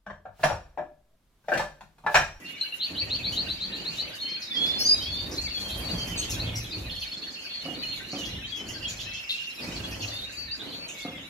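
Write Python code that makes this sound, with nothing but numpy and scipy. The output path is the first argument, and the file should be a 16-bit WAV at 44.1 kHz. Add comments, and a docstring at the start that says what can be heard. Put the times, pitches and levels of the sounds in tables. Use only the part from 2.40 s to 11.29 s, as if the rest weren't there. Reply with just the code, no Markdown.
"""Finches close by whistle gliding notes, chirp, chip, rasp and trill in a hard-walled aviary.
The whistled calls are gliding sines, the rasps are buzzing noise, and a far flock is many short whistles.
Wings stir filtered noise into a low rumble and flutter; landings thud as short rings of a perch.
Treble rustle, low hums and steady air lie beneath; walls echo the birds to a phone's two microphones."""
import sys
import numpy as np
from scipy import signal
from scipy.io import wavfile
from scipy.ndimage import uniform_filter1d

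SR = 44100
rng = np.random.default_rng(int(sys.argv[2]) if len(sys.argv) > 2 else 0)


def put_to_file(sound):
    """Save the sound as 16-bit audio at rate SR, in the file named by the first command-line argument."""
    columns = np.atleast_2d(sound).T  # one column per channel
    safe = np.clip(columns, -1, 1)
    whole_steps = np.round(safe * 32767)
    wavfile.write(sys.argv[1], SR, whole_steps.astype(np.int16))


N = 392049

# Bird levels in these tables are before the near, far and wall sounds are mixed.
# The far flock and the treble rustle over time. Each row: time in seconds, twitter level in dB,
# rustle level in dB before its bands are weighted.
FLOCK_LEVELS = [(0, -42, -55), (.7, -43, -60), (1.9, -39, -60), (2.6, -42.5, -57.5), (3.8, -37.5, -49.5),
                (4.6, -40.5, -58.5), (5.3, -38.5, -57.5), (6.4, -40.5, -61.5), (7.5, -39, -52.5),
                (8.2, -41, -58), (8.89, -44, -64)]
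# Pitch steps of flock notes, lowest to highest. Each entry: pitch in Hz.
FLOCK_PITCHES_HZ = (1500, 2350, 3100, 4600, 4900, 7200)
# How common the flock pitches are. Each entry: share of notes below that pitch step, 0 to 1.
FLOCK_PITCH_SHARES = (0, .12, .46, .82, .83, 1)
# Loudness of flock notes at the pitch steps. Each entry: relative level in dB.
FLOCK_PITCH_DB = (-3.5, -2.5, -2.5, 3.5, -9, -13.5)
# Treble bands of the rustle. Each row: low edge in Hz, high edge in Hz, average relative level in dB.
RUSTLE_BANDS = [(4700, 7420, -0.5), (9300, 12900, -3.5), (12100, 14700, -12.5)]
# Tone colour of the air. Each row: frequency in Hz, relative level in dB per Hz.
AIR_COLOUR = [(40, -4.5), (250, -10.5), (1000, -10), (1600, -2.5), (2500, 1), (4500, -25.5), (7000, -56),
              (8200, -33.5)]
# Low modes of the space stirred by wings. Each row: centre in Hz, width in Hz of the narrower of two
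# passes, average relative level in dB.
RUMBLE_MODES = [(44.8, 48, 4), (66.5, 32, 2), (107.2, 20.7, 3.5)]
# Breathy wing resonances. Each row: centre in Hz, width in Hz, average relative level in dB,
# likeness at the two microphones from 0 to 1.
FLUTTER_MODES = [(177, 52, -1.5, 1), (279, 94, 2, 0.72), (563, 203, -2.5, 0.12), (727, 2250, -5, 0)]
# Bursts of wingbeats. Each row: start in seconds, length in seconds before settling,
# rumble level in dB, flutter level in dB at the start; both levels drift.
WING_BURSTS = [(0.458, 0.64, -43, -40), (1.225, 0.44, -57, -47), (1.766, 0.15, -62.5, -46.5),
               (2.128, 0.6, -53.5, -43), (2.44, 0.65, -45.5, -47), (3.147, 0.99, -39, -40.5),
               (4.3, 0.18, -39.5, -44), (4.688, 0.71, -63.5, -52.5), (5.19, 0.43, -49.5, -45.5),
               (5.71, 0.28, -42, -45), (6.136, 0.52, -46, -45), (7.156, 0.57, -41, -39),
               (7.94, 0.034, -39.5, -46), (8.146, 0.44, -58.5, -46.5), (8.623, 0.15, -51, -48)]
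# Wing noise between bursts. Entries: rumble level in dB, flutter level in dB.
STILL_WINGS_DB = (-72.5, -56)
# Whistled notes. Each row: start in seconds after a short lead-in, length in seconds without it,
# first pitch in Hz, last pitch in Hz, level in dB, left minus right in dB.
WHISTLED_NOTES = [(0.042, 0.29, 2747, 2955, -44.5, 0), (0.213, 0.025, 4060, 4275, -25.5, 2.5),
                  (0.245, 0.037, 2860, 2680, -32.5, 2.5), (0.325, 0.022, 2740, 2850, -31, 0),
                  (0.923, 0.03, 2856, 3170, -29.5, -2.5), (1.566, 0.12, 3000, 2944, -46, 0),
                  (1.833, 0.14, 3050, 3140, -41.5, -10), (1.817, 0.17, 4304, 4262, -30, 2.5),
                  (2.114, 0.094, 3565, 3416, -32.5, -5), (2.173, 0.22, 3270, 3526, -25.5, -7.5),
                  (2.189, 0.11, 4306, 4200, -39, 9), (2.321, 0.14, 4140, 4400, -31.5, 3),
                  (2.385, 0.048, 5200, 5380, -27.5, -0.5), (2.421, 0.064, 5430, 6420, -27, 3.5),
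                  (2.453, 0.053, 4630, 4900, -16, -1.5), (2.494, 0.058, 4845, 4890, -15, -1),
                  (2.483, 0.182, 4000, 3780, -34, -0.5), (2.618, 0.289, 3110, 3700, -36.5, -2.5),
                  (2.632, 0.27, 4370, 4580, -39, 2.5), (2.71, 0.0583, 4390, 4230, -34.5, 2),
                  (2.981, 0.05, 4120, 4410, -30.5, -0.5), (3.037, 0.26, 4560, 4365, -34, 5),
                  (3.061, 0.025, 2400, 2120, -40, 0.5), (3.148, 0.0453, 3490, 3300, -36, 0.5),
                  (3.24, 0.21, 3220, 3180, -41, -2.5), (3.452, 0.22, 4457, 4516, -38, 13.5),
                  (3.559, 0.22, 3256, 3054, -40.5, -14), (3.765, 0.084, 4500, 4300, -34.5, 3),
                  (3.777, 0.034, 6360, 6490, -29, -1.5), (3.778, 0.0324, 8124, 8100, -38, 0),
                  (3.9, 0.04, 5780, 5160, -36, 0), (3.938, 0.032, 3416, 3270, -36, 4),
                  (4.041, 0.17, 2196, 2220, -47, -1), (4.153, .04, 5650, 5660, -35, -1.5),
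                  (4.157, 0.041, 7600, 7220, -34, 0.5), (5.1, 0.16, 4430, 4278, -37, 2.5),
                  (5.256, 0.071, 2960, 2860, -37.5, -12), (5.391, 0.066, 4620, 4342, -32.5, 4),
                  (5.441, 0.14, 4240, 4253, -34.5, 2), (5.436, 0.043, 2960, 2880, -40, -13),
                  (5.765, 0.086, 3180, 2830, -37.5, -11), (6.043, 0.028, 3060, 3250, -34, 2),
                  (6.12, 0.065, 3310, 3342, -32.5, 2.5), (6.182, 0.074, 3065, 3030, -39.5, 0),
                  (6.447, 0.04, 3320, 3260, -34, -0.5), (6.481, .035, 7150, 6680, -37.5, 3),
                  (6.663, 0.28, 2580, 2725, -41.5, 0.5), (6.923, 0.042, 2725, 2730, -32.5, 3),
                  (6.985, 0.036, 2806, 2817, -33, -17), (7.041, 0.084, 2846, 2730, -36.5, -2.5),
                  (7.439, 0.021, 3320, 3370, -32.5, -0.5), (7.68, 0.076, 4500, 4500, -42.5, 15),
                  (7.714, 0.17, 3510, 3780, -35.5, -0.5), (7.972, 0.11, 4535, 4540, -41, 13.5),
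                  (8.111, 0.061, 4420, 4820, -33, 3), (8.33, 0.15, 4360, 4460, -37, 4),
                  (8.55, 0.239, 2240, 2114, -44, 0), (8.678, 0.16, 3430, 3350, -44, 1)]
# One bird's repeated rising chirp. Each row: start in seconds, level in dB.
CHIRP_CALLS = [(.394, -27.5), (.56, -26.5), (0.697, -26), (.83, -24.5), (.954, -27.5), (1.078, -28),
               (1.197, -27), (1.317, -28.5), (1.444, -28), (1.572, -27), (3.288, -33.5), (3.475, -35),
               (3.979, -33), (4.303, -33.5)]
# Shape of that chirp. Entries: length in seconds, first pitch in Hz, pitch aimed at in Hz,
# time constant of the rise in seconds.
CHIRP_SHAPE = (0.104, 3300, 4700, .026)
# Short hoarse chips. Each row: start in seconds, level in dB, middle pitch in Hz.
CHIP_CALLS = [(0.406, -36.5, 3000), (.465, -43.5, 2870), (0.547, -38, 3160), (.61, -35.5, 2450),
              (0.685, -40, 2760), (.744, -38.5, 3260), (.785, -35.5, 2480), (.86, -34.5, 2290),
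              (0.926, -35.5, 3120), (1.06, -40, 2710), (3.815, -34, 3100), (4.065, -36, 3280),
              (4.114, -40.5, 3430), (4.239, -42.5, 3288), (4.493, -36, 3390), (4.556, -35.5, 3230),
              (4.616, -35.5, 3150), (4.717, -37, 3290), (5.833, -35, 3273), (5.943, -39, 3500),
              (6.285, -36, 2920), (6.425, -34, 2859), (6.587, -33.5, 3250), (6.746, -35.5, 3270),
              (7.517, -38.5, 2617), (7.62, -34.5, 2874), (8.134, -37, 4760), (8.19, -37.5, 3550),
              (8.32, -37.5, 3300), (8.485, -39, 2720), (8.6, -42, 3280), (8.752, -41.5, 3320)]
# Rasping calls. Each row: start in seconds, level in dB, throat centre in Hz,
# treble spit level in dB relative to the throat.
RASP_CALLS = [(0.915, -40.5, 6200, -5.5), (1.555, -46.5, 6580, -7), (1.883, -40.5, 4800, -32),
              (2.014, -33, 4640, -22), (2.137, -34.5, 4640, -23), (2.256, -32, 4510, -17),
              (2.388, -33.5, 5570, -2.5), (2.617, -32.5, 4640, -18), (2.91, -33.5, 5440, -22.5),
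              (3.01, -37.5, 6700, -32), (3.577, -39.5, 5860, -24), (3.667, -38, 5800, -9),
              (3.778, -41, 6370, -11.5), (3.893, -30, 6400, -7.5), (4.153, -32.5, 5340, -10),
              (4.594, -42.5, 5400, -13), (5.711, -40, 5700, -23), (5.779, -39, 6200, -11),
              (5.847, -38.5, 5500, -12), (6.156, -40.5, 5700, -13), (6.279, -36.5, 6300, -12),
              (6.485, -35, 6300, -13), (6.594, -38, 6100, -13), (6.73, -38, 5840, -25),
              (6.888, -22, 3630, -26), (7.507, -38.5, 5150, -16), (7.613, -34.5, 5830, -18),
              (7.917, -43, 7150, -9.5), (8.478, -35, 6930, -24)]
# Low swelling tones. Each row: start in seconds, length in seconds without the lead-in,
# average pitch in Hz, level in dB.
HUM_TONES = [(3.901, 0.32, 110.7, -37), (4.36, 0.068, 104.6, -38), (7.605, 0.146, 106, -42.5)]
# Fast trills. Each row: start in seconds, end in seconds, notes a second, note length in seconds
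# without the lead-in, first pitch in Hz, last pitch in Hz, average level in dB, hoarseness from 0 to 1.
TRILL_CALLS = [(4.506, 4.92, 19.3, 0.025, 4350, 4250, -34.5, 0.02),
               (4.492, 4.8, 21.5, .02, 5250, 5100, -50, .015),
               (6.287, 7.42, 22.27, 0.0228, 5450, 5050, -46.5, 0.04)]
# Landings. Each row: start in seconds, level in dB before the modes are weighted.
LANDINGS = [(5.252, -37.5), (5.729, -36), (8.647, -38.5)]
# Modes of the perch. Each row: frequency in Hz, relative level in dB, time to fade 60 dB in seconds.
PERCH_MODES = [(169, -3, 0.58), (282.6, 1.5, 0.68), (520.5, -6, 0.57), (719, -4, 0.4), (1250, -11.5, 0.34)]

AIR_DB = -51
BEAT_HZ = 22.1  # average wingbeat rate
RUMBLE_RISE_S, FLUTTER_RISE_S = 0.16, 0.078
SETTLE_DB_PER_S, FLUTTER_SAG_DB_PER_S = 78, 1
GLIDE_BY_MIDDLE = .74  # share of a note's glide done at its middle
CHIRP_ATTACK_S, CHIRP_FADE_S, CHIRP_ECHO_DB = 0.018, 0.0332, -10
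ROOM_T60_S, EARLY_T60_S = .35, .06  # times to fade 60 dB
EARLY_DB = 5  # early echoes relative to the long cloud
NEAR_ECHO_DB = -5.5  # near birds sent to the walls
PORT_LAG_S = .0004  # largest delay between the microphones
TOP_HZ = 15700


def undb(db):
    """Gain of a level in dB."""
    return 10 ** (np.asarray(db) / 20)


def unit(x):
    """Scale to an average strength (rms) of 1."""
    return x / np.sqrt(np.mean(x ** 2))


def walk(rate, size=N):
    """Random levels joined smoothly, rate new ones a second."""
    step = max(int(SR / rate), 1)
    levels = np.repeat(rng.standard_normal(size // step + 1), step)
    smooth = uniform_filter1d(uniform_filter1d(levels, step), step)
    return 1.321 * smooth[:size]


def ring(x, hz, width):
    """A resonance, gain 1 at its centre."""
    return signal.lfilter(*signal.iirpeak(hz, hz / width, fs=SR), x)


def band(x, low_hz, high_hz):
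    """Keep only the sound between two frequencies, with steep edges."""
    edges = (low_hz, min(high_hz, .45 * SR))
    return signal.sosfilt(signal.butter(3, edges, "band", fs=SR, output="sos"), x)


def curve(table):
    """Columns of a table, joined by straight lines, for every sample."""
    s, *columns = np.transpose(table)
    return [np.interp(np.arange(N) / SR, s, c) for c in columns]


def pair(likeness):
    """Noise at two microphones with a given likeness."""
    mid, side = rng.standard_normal((2, N))
    like = np.clip(likeness, -1, 1)
    return np.sqrt(1 + like) * mid + np.sqrt(1 - like) * side * np.array([[1], [-1]])


def add(out, s, sound, pan_db):
    """Place a sound; the farther microphone hears it softer and later."""
    lag = PORT_LAG_S * np.tanh(pan_db / 3)
    for side, sign in enumerate((1, -1)):
        i = min(max(int((s - sign * lag / 2) * SR), 0), N)
        out[side, i:i + len(sound)] += undb(sign * pan_db / 2) * sound[:N - i]


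def whistle(length, first_hz, middle_hz, last_hz, hoarse=0.0072, waver_db=2.0, overtone_db=-40):
    """A near sine on a bent glide with a soft start and end; level wavers, hoarseness shakes the pitch."""
    u = np.linspace(-1.25, 1, int(9 / 8 * length * SR))  # lead-in up to -1, then first to last pitch
    bend_hz = (first_hz + last_hz) / 2 - middle_hz
    hz = middle_hz + u * (last_hz - first_hz) / 2 + u ** 2 * bend_hz
    phase = 2 * np.pi * np.cumsum(hz * (1 + hoarse * walk(500, size=len(u)))) / SR
    shape = np.clip((u + 1.25) / .3, 0, 1) ** 1.5 * np.clip((1 - u) / .4, 0, 1)
    tone = np.sin(phase) + undb(overtone_db) * np.sin(2 * phase)
    return np.sqrt(2) * tone * shape * undb(waver_db * walk(95, size=len(u)))


def flock(count=1400):
    """Many overlapping short hoarse notes spread across left and right, gliding up or down."""
    out = np.zeros((2, N))
    for when, pitch, glide, length, size, side in rng.random((count, 6)):
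        hz = np.interp(pitch, FLOCK_PITCH_SHARES, FLOCK_PITCHES_HZ)
        sweep = 0.2005 * (glide - .5)
        note = whistle(.01 + .04 * length ** 3, hz * (1 - sweep), hz, hz * (1 + sweep), hoarse=.022)
        db = np.interp(pitch, FLOCK_PITCH_SHARES, FLOCK_PITCH_DB) + 4.0 * size
        add(out, when * N / SR, undb(db) * note, 8 * (side - .7))
    return unit(out) * undb(curve(FLOCK_LEVELS)[0])


def rustle(per_second=22):
    """Feathers and droplets hiss in the treble: a bed, and splashes that start sharply and die away."""
    sizes = undb(6.0 * np.minimum(rng.exponential(size=N), 2.5))
    starts = (rng.random(N) < per_second / SR) * sizes
    splashes = signal.lfilter([1], [1, -np.exp(-1 / (0.046 * SR))], starts)
    hiss = 0
    for low_hz, high_hz, db in RUSTLE_BANDS:
        flicker = undb(db + 2.5 * walk(13) + 2.6 * walk(45))
        hiss = hiss + flicker * unit(band(pair(0.042), low_hz, high_hz))
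    level = undb(curve(FLOCK_LEVELS)[1] + np.array([[-1.2], [1.2]]))  # stronger on the right
    return level * hiss * unit(1 + 0.28 * uniform_filter1d(splashes, size=120))


def air():
    """Steady air; each third-octave band flickers a little, the bass is alike at both microphones."""
    out, (hzs, dbs) = 0, np.transpose(AIR_COLOUR)
    for hz in 45 * 2 ** np.arange(0, 7.5, 1 / 3):
        # A wider band gathers more power.
        db = np.interp(np.log(hz), np.log(hzs), dbs) + 10 * np.log10(hz) + 1.6 * walk(6)
        noise = pair(np.exp(-hz / 350))
        out = out + undb(db) * unit(ring(ring(noise, hz, hz / 3), hz, hz / 3))
    return unit(out) * undb(AIR_DB)


def flights():
    """Strength of rumble and flutter: each burst rises fast, holds while the flutter sags, then settles."""
    t = np.linspace(0, N / SR, 4000)
    rise_s = np.array([[RUMBLE_RISE_S], [FLUTTER_RISE_S]])
    power = undb(np.array(STILL_WINGS_DB)[:, None]) ** 2
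    for s, length, rumble_db, flutter_db in WING_BURSTS:
        rise = np.clip((t - s) / rise_s, 0, 1)
        shape = rise * undb(-SETTLE_DB_PER_S * np.clip(t - s - length, 0, 2))
        sag_db = FLUTTER_SAG_DB_PER_S * np.clip(t - s, 0, length)
        power = power + (shape * undb([rumble_db + 0 * t, flutter_db - sag_db])) ** 2
    uneven = undb(1.63 * walk(5))
    return [uneven * np.interp(np.arange(N) / SR, t, row) for row in np.sqrt(power)]


def wings():
    """Beats stir the low modes of the space and a breathy flutter, a little stronger on the right."""
    rumble_level, flutter_level = flights()
    beat = 1 + 0.15 * np.sin(2 * np.pi * np.cumsum(BEAT_HZ * (1 + 0.149 * walk(3))) / SR)
    rumble = flutter = 0
    for hz, width, db in RUMBLE_MODES:
        level = undb(db + 2.25 * walk(2.67))
        rumble = rumble + level * unit(ring(ring(pair(0.98), hz, width), hz, 2 * width))
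    for hz, width, db, like in FLUTTER_MODES:
        level = undb(db + 3.25 * walk(9))
        flutter = flutter + level * unit(ring(pair(like), hz, width))
    flutter = unit(beat * flutter) * undb([[-.8], [.8]])
    return rumble_level * unit(beat * rumble) + flutter_level * flutter


def notes():
    """Gliding whistles; louder notes have a stronger overtone."""
    out = np.zeros((2, N))
    for s, length, first_hz, last_hz, db, pan_db in WHISTLED_NOTES:
        middle_hz = first_hz + GLIDE_BY_MIDDLE * (last_hz - first_hz)
        note = whistle(length, first_hz, middle_hz, last_hz, hoarse=0.0075, waver_db=3.2,
                       overtone_db=db - 7.5)
        add(out, s - length / 8, undb(db) * note, pan_db)
    return out


def walls(dry):
    """Dense early echoes from the near walls and a longer cloud, unlike at the two microphones."""
    t = np.arange(int(ROOM_T60_S * SR)) / SR
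    early = undb(EARLY_DB) * np.exp(-np.log(1000) * t / EARLY_T60_S)
    fade = np.exp(-np.log(1000) * t / ROOM_T60_S) + early
    cloud = rng.standard_normal((2, len(t))) * fade * np.clip(t / 0.007, 0, 1)
    cloud /= np.sqrt(np.sum(cloud ** 2, axis=1, keepdims=True))
    return signal.fftconvolve(dry.mean(axis=0)[None], cloud, axes=1)[:, :N]


def chirp():
    """A whistle leaps up and levels off; the wall behind the bird returns a spray of quick copies."""
    length, first_hz, last_hz, rise = CHIRP_SHAPE
    t = np.arange(int(length * SR)) / SR
    glide_hz = last_hz - (last_hz - first_hz) * np.exp(-t / rise)
    hz = glide_hz * (1 + 0.011 * walk(500, size=len(t)))
    shape = np.clip(t / CHIRP_ATTACK_S, 0, 1) * np.exp(-(t / CHIRP_FADE_S) ** 2 / 2)
    shape = shape * np.clip((length - t) / 0.0098, 0, 1)
    tone = np.sqrt(2) * np.sin(2 * np.pi * np.cumsum(hz) / SR) * shape
    tone = tone * undb(2.2 * walk(60.0, size=len(t)))
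    echoes = np.zeros(SR // 45)
    echoes[rng.integers(150, len(echoes), size=10)] = undb(CHIRP_ECHO_DB)
    echoes[0] = 1  # the direct sound
    return signal.fftconvolve(tone, echoes)


def chirps():
    """One bird repeats its rising chirp, a little to the left."""
    out = np.zeros((2, N))
    for s, db in CHIRP_CALLS:
        add(out, s, undb(db) * chirp(), 2)
    return out


def chips():
    """Short hoarse whistles on the right dip a little in pitch, then rise."""
    out = np.zeros((2, N))
    for s, db, hz in CHIP_CALLS:
        chip = whistle(0.0339, 1.03 * hz, hz, 1.1 * hz, hoarse=0.0616, waver_db=2.0)
        add(out, s, undb(db) * chip, -3)
    return out


def rasp(hz, high_db, length=0.078, buzz_hz=180, spit_s=0.017):
    """An unsteady buzz of breath rings the throat; a short spit of air fills the high treble."""
    t = np.arange(int(length * SR)) / SR
    buzz = 1 + .5 * np.sin(2 * np.pi * buzz_hz * t + 2 * np.pi * rng.random())
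    breath = buzz * rng.standard_normal(len(t))
    throat = unit(band(breath, 0.868 * hz, min(1.174 * hz, 7700)))
    throat = throat * np.clip(t / 0.0088, 0, 1) * np.exp(-t / 0.061)
    spit_shape = t / spit_s * np.exp(1 - t / spit_s)  # peaks after spit_s seconds
    spit = undb(high_db) * unit(band(breath, 9800, 14900)) * spit_shape
    return (throat + spit) * np.clip((length - t) / 0.02, 0, 1)


def rasps():
    """Buzzing, breathy calls, a little to the left."""
    out = np.zeros((2, N))
    for s, db, hz, high_db in RASP_CALLS:
        add(out, s, undb(db) * rasp(hz, high_db), 1.5)
    return out


def hums():
    """Soft low tones that swell and fade, alike at both microphones."""
    out = np.zeros((2, N))
    for s, length, hz, db in HUM_TONES:
        add(out, s, undb(db) * whistle(length, hz, hz, hz, waver_db=-0.5), 0)
    return out


def trills():
    """Quickly repeated short whistles, slightly uneven in time and level."""
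    out = np.zeros((2, N))
    for start, end, rate, length, first_hz, last_hz, db, hoarse in TRILL_CALLS:
        for k in range(round((end - start) * rate)):
            middle_hz = (first_hz + last_hz) / 2
            note = whistle(length, first_hz, middle_hz, last_hz, hoarse=hoarse, waver_db=-1.0)
            late_s, uneven_db = rng.standard_normal(2) * (.001, 1)
            add(out, start + k / rate + late_s, undb(db + uneven_db) * note, 0)
    return out


def thuds():
    """A soft landing shakes the perch in uneven broad modes."""
    out, t = np.zeros((2, N)), np.arange(SR // 2) / SR
    for s, db in LANDINGS:
        shake = 0
        for hz, mode_db, t60 in PERCH_MODES:
            mode = unit(ring(rng.standard_normal(len(t)), hz, 0.065 * hz))
            shake = shake + undb(mode_db) * mode * np.exp(-np.log(1000) * t / t60)
        add(out, s, undb(db) * shake * np.clip(t / 0.0011, 0, 1), -.8)
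    return out


def scene():
    """Near birds direct and echoed, the flock mostly echoed, with wings, thuds, hums, rustle and air."""
    near = notes() + chirps() + chips() + rasps() + trills()
    far = flock()
    echoes = walls(undb(NEAR_ECHO_DB) * near + 0.99 * far)
    birds = undb(-4.0) * near + undb(-9) * far + echoes
    return birds + rustle() + wings() + thuds() + hums() + air()


def record(dry):
    """The phone cuts the deepest bass and the top."""
    low_cut = signal.sosfilt(signal.butter(5, 40, "high", fs=SR, output="sos"), dry)
    return signal.sosfilt(signal.ellip(10, .2, 80, TOP_HZ, fs=SR, output="sos"), low_cut)


dry = scene()
out = record(dry)
put_to_file(out)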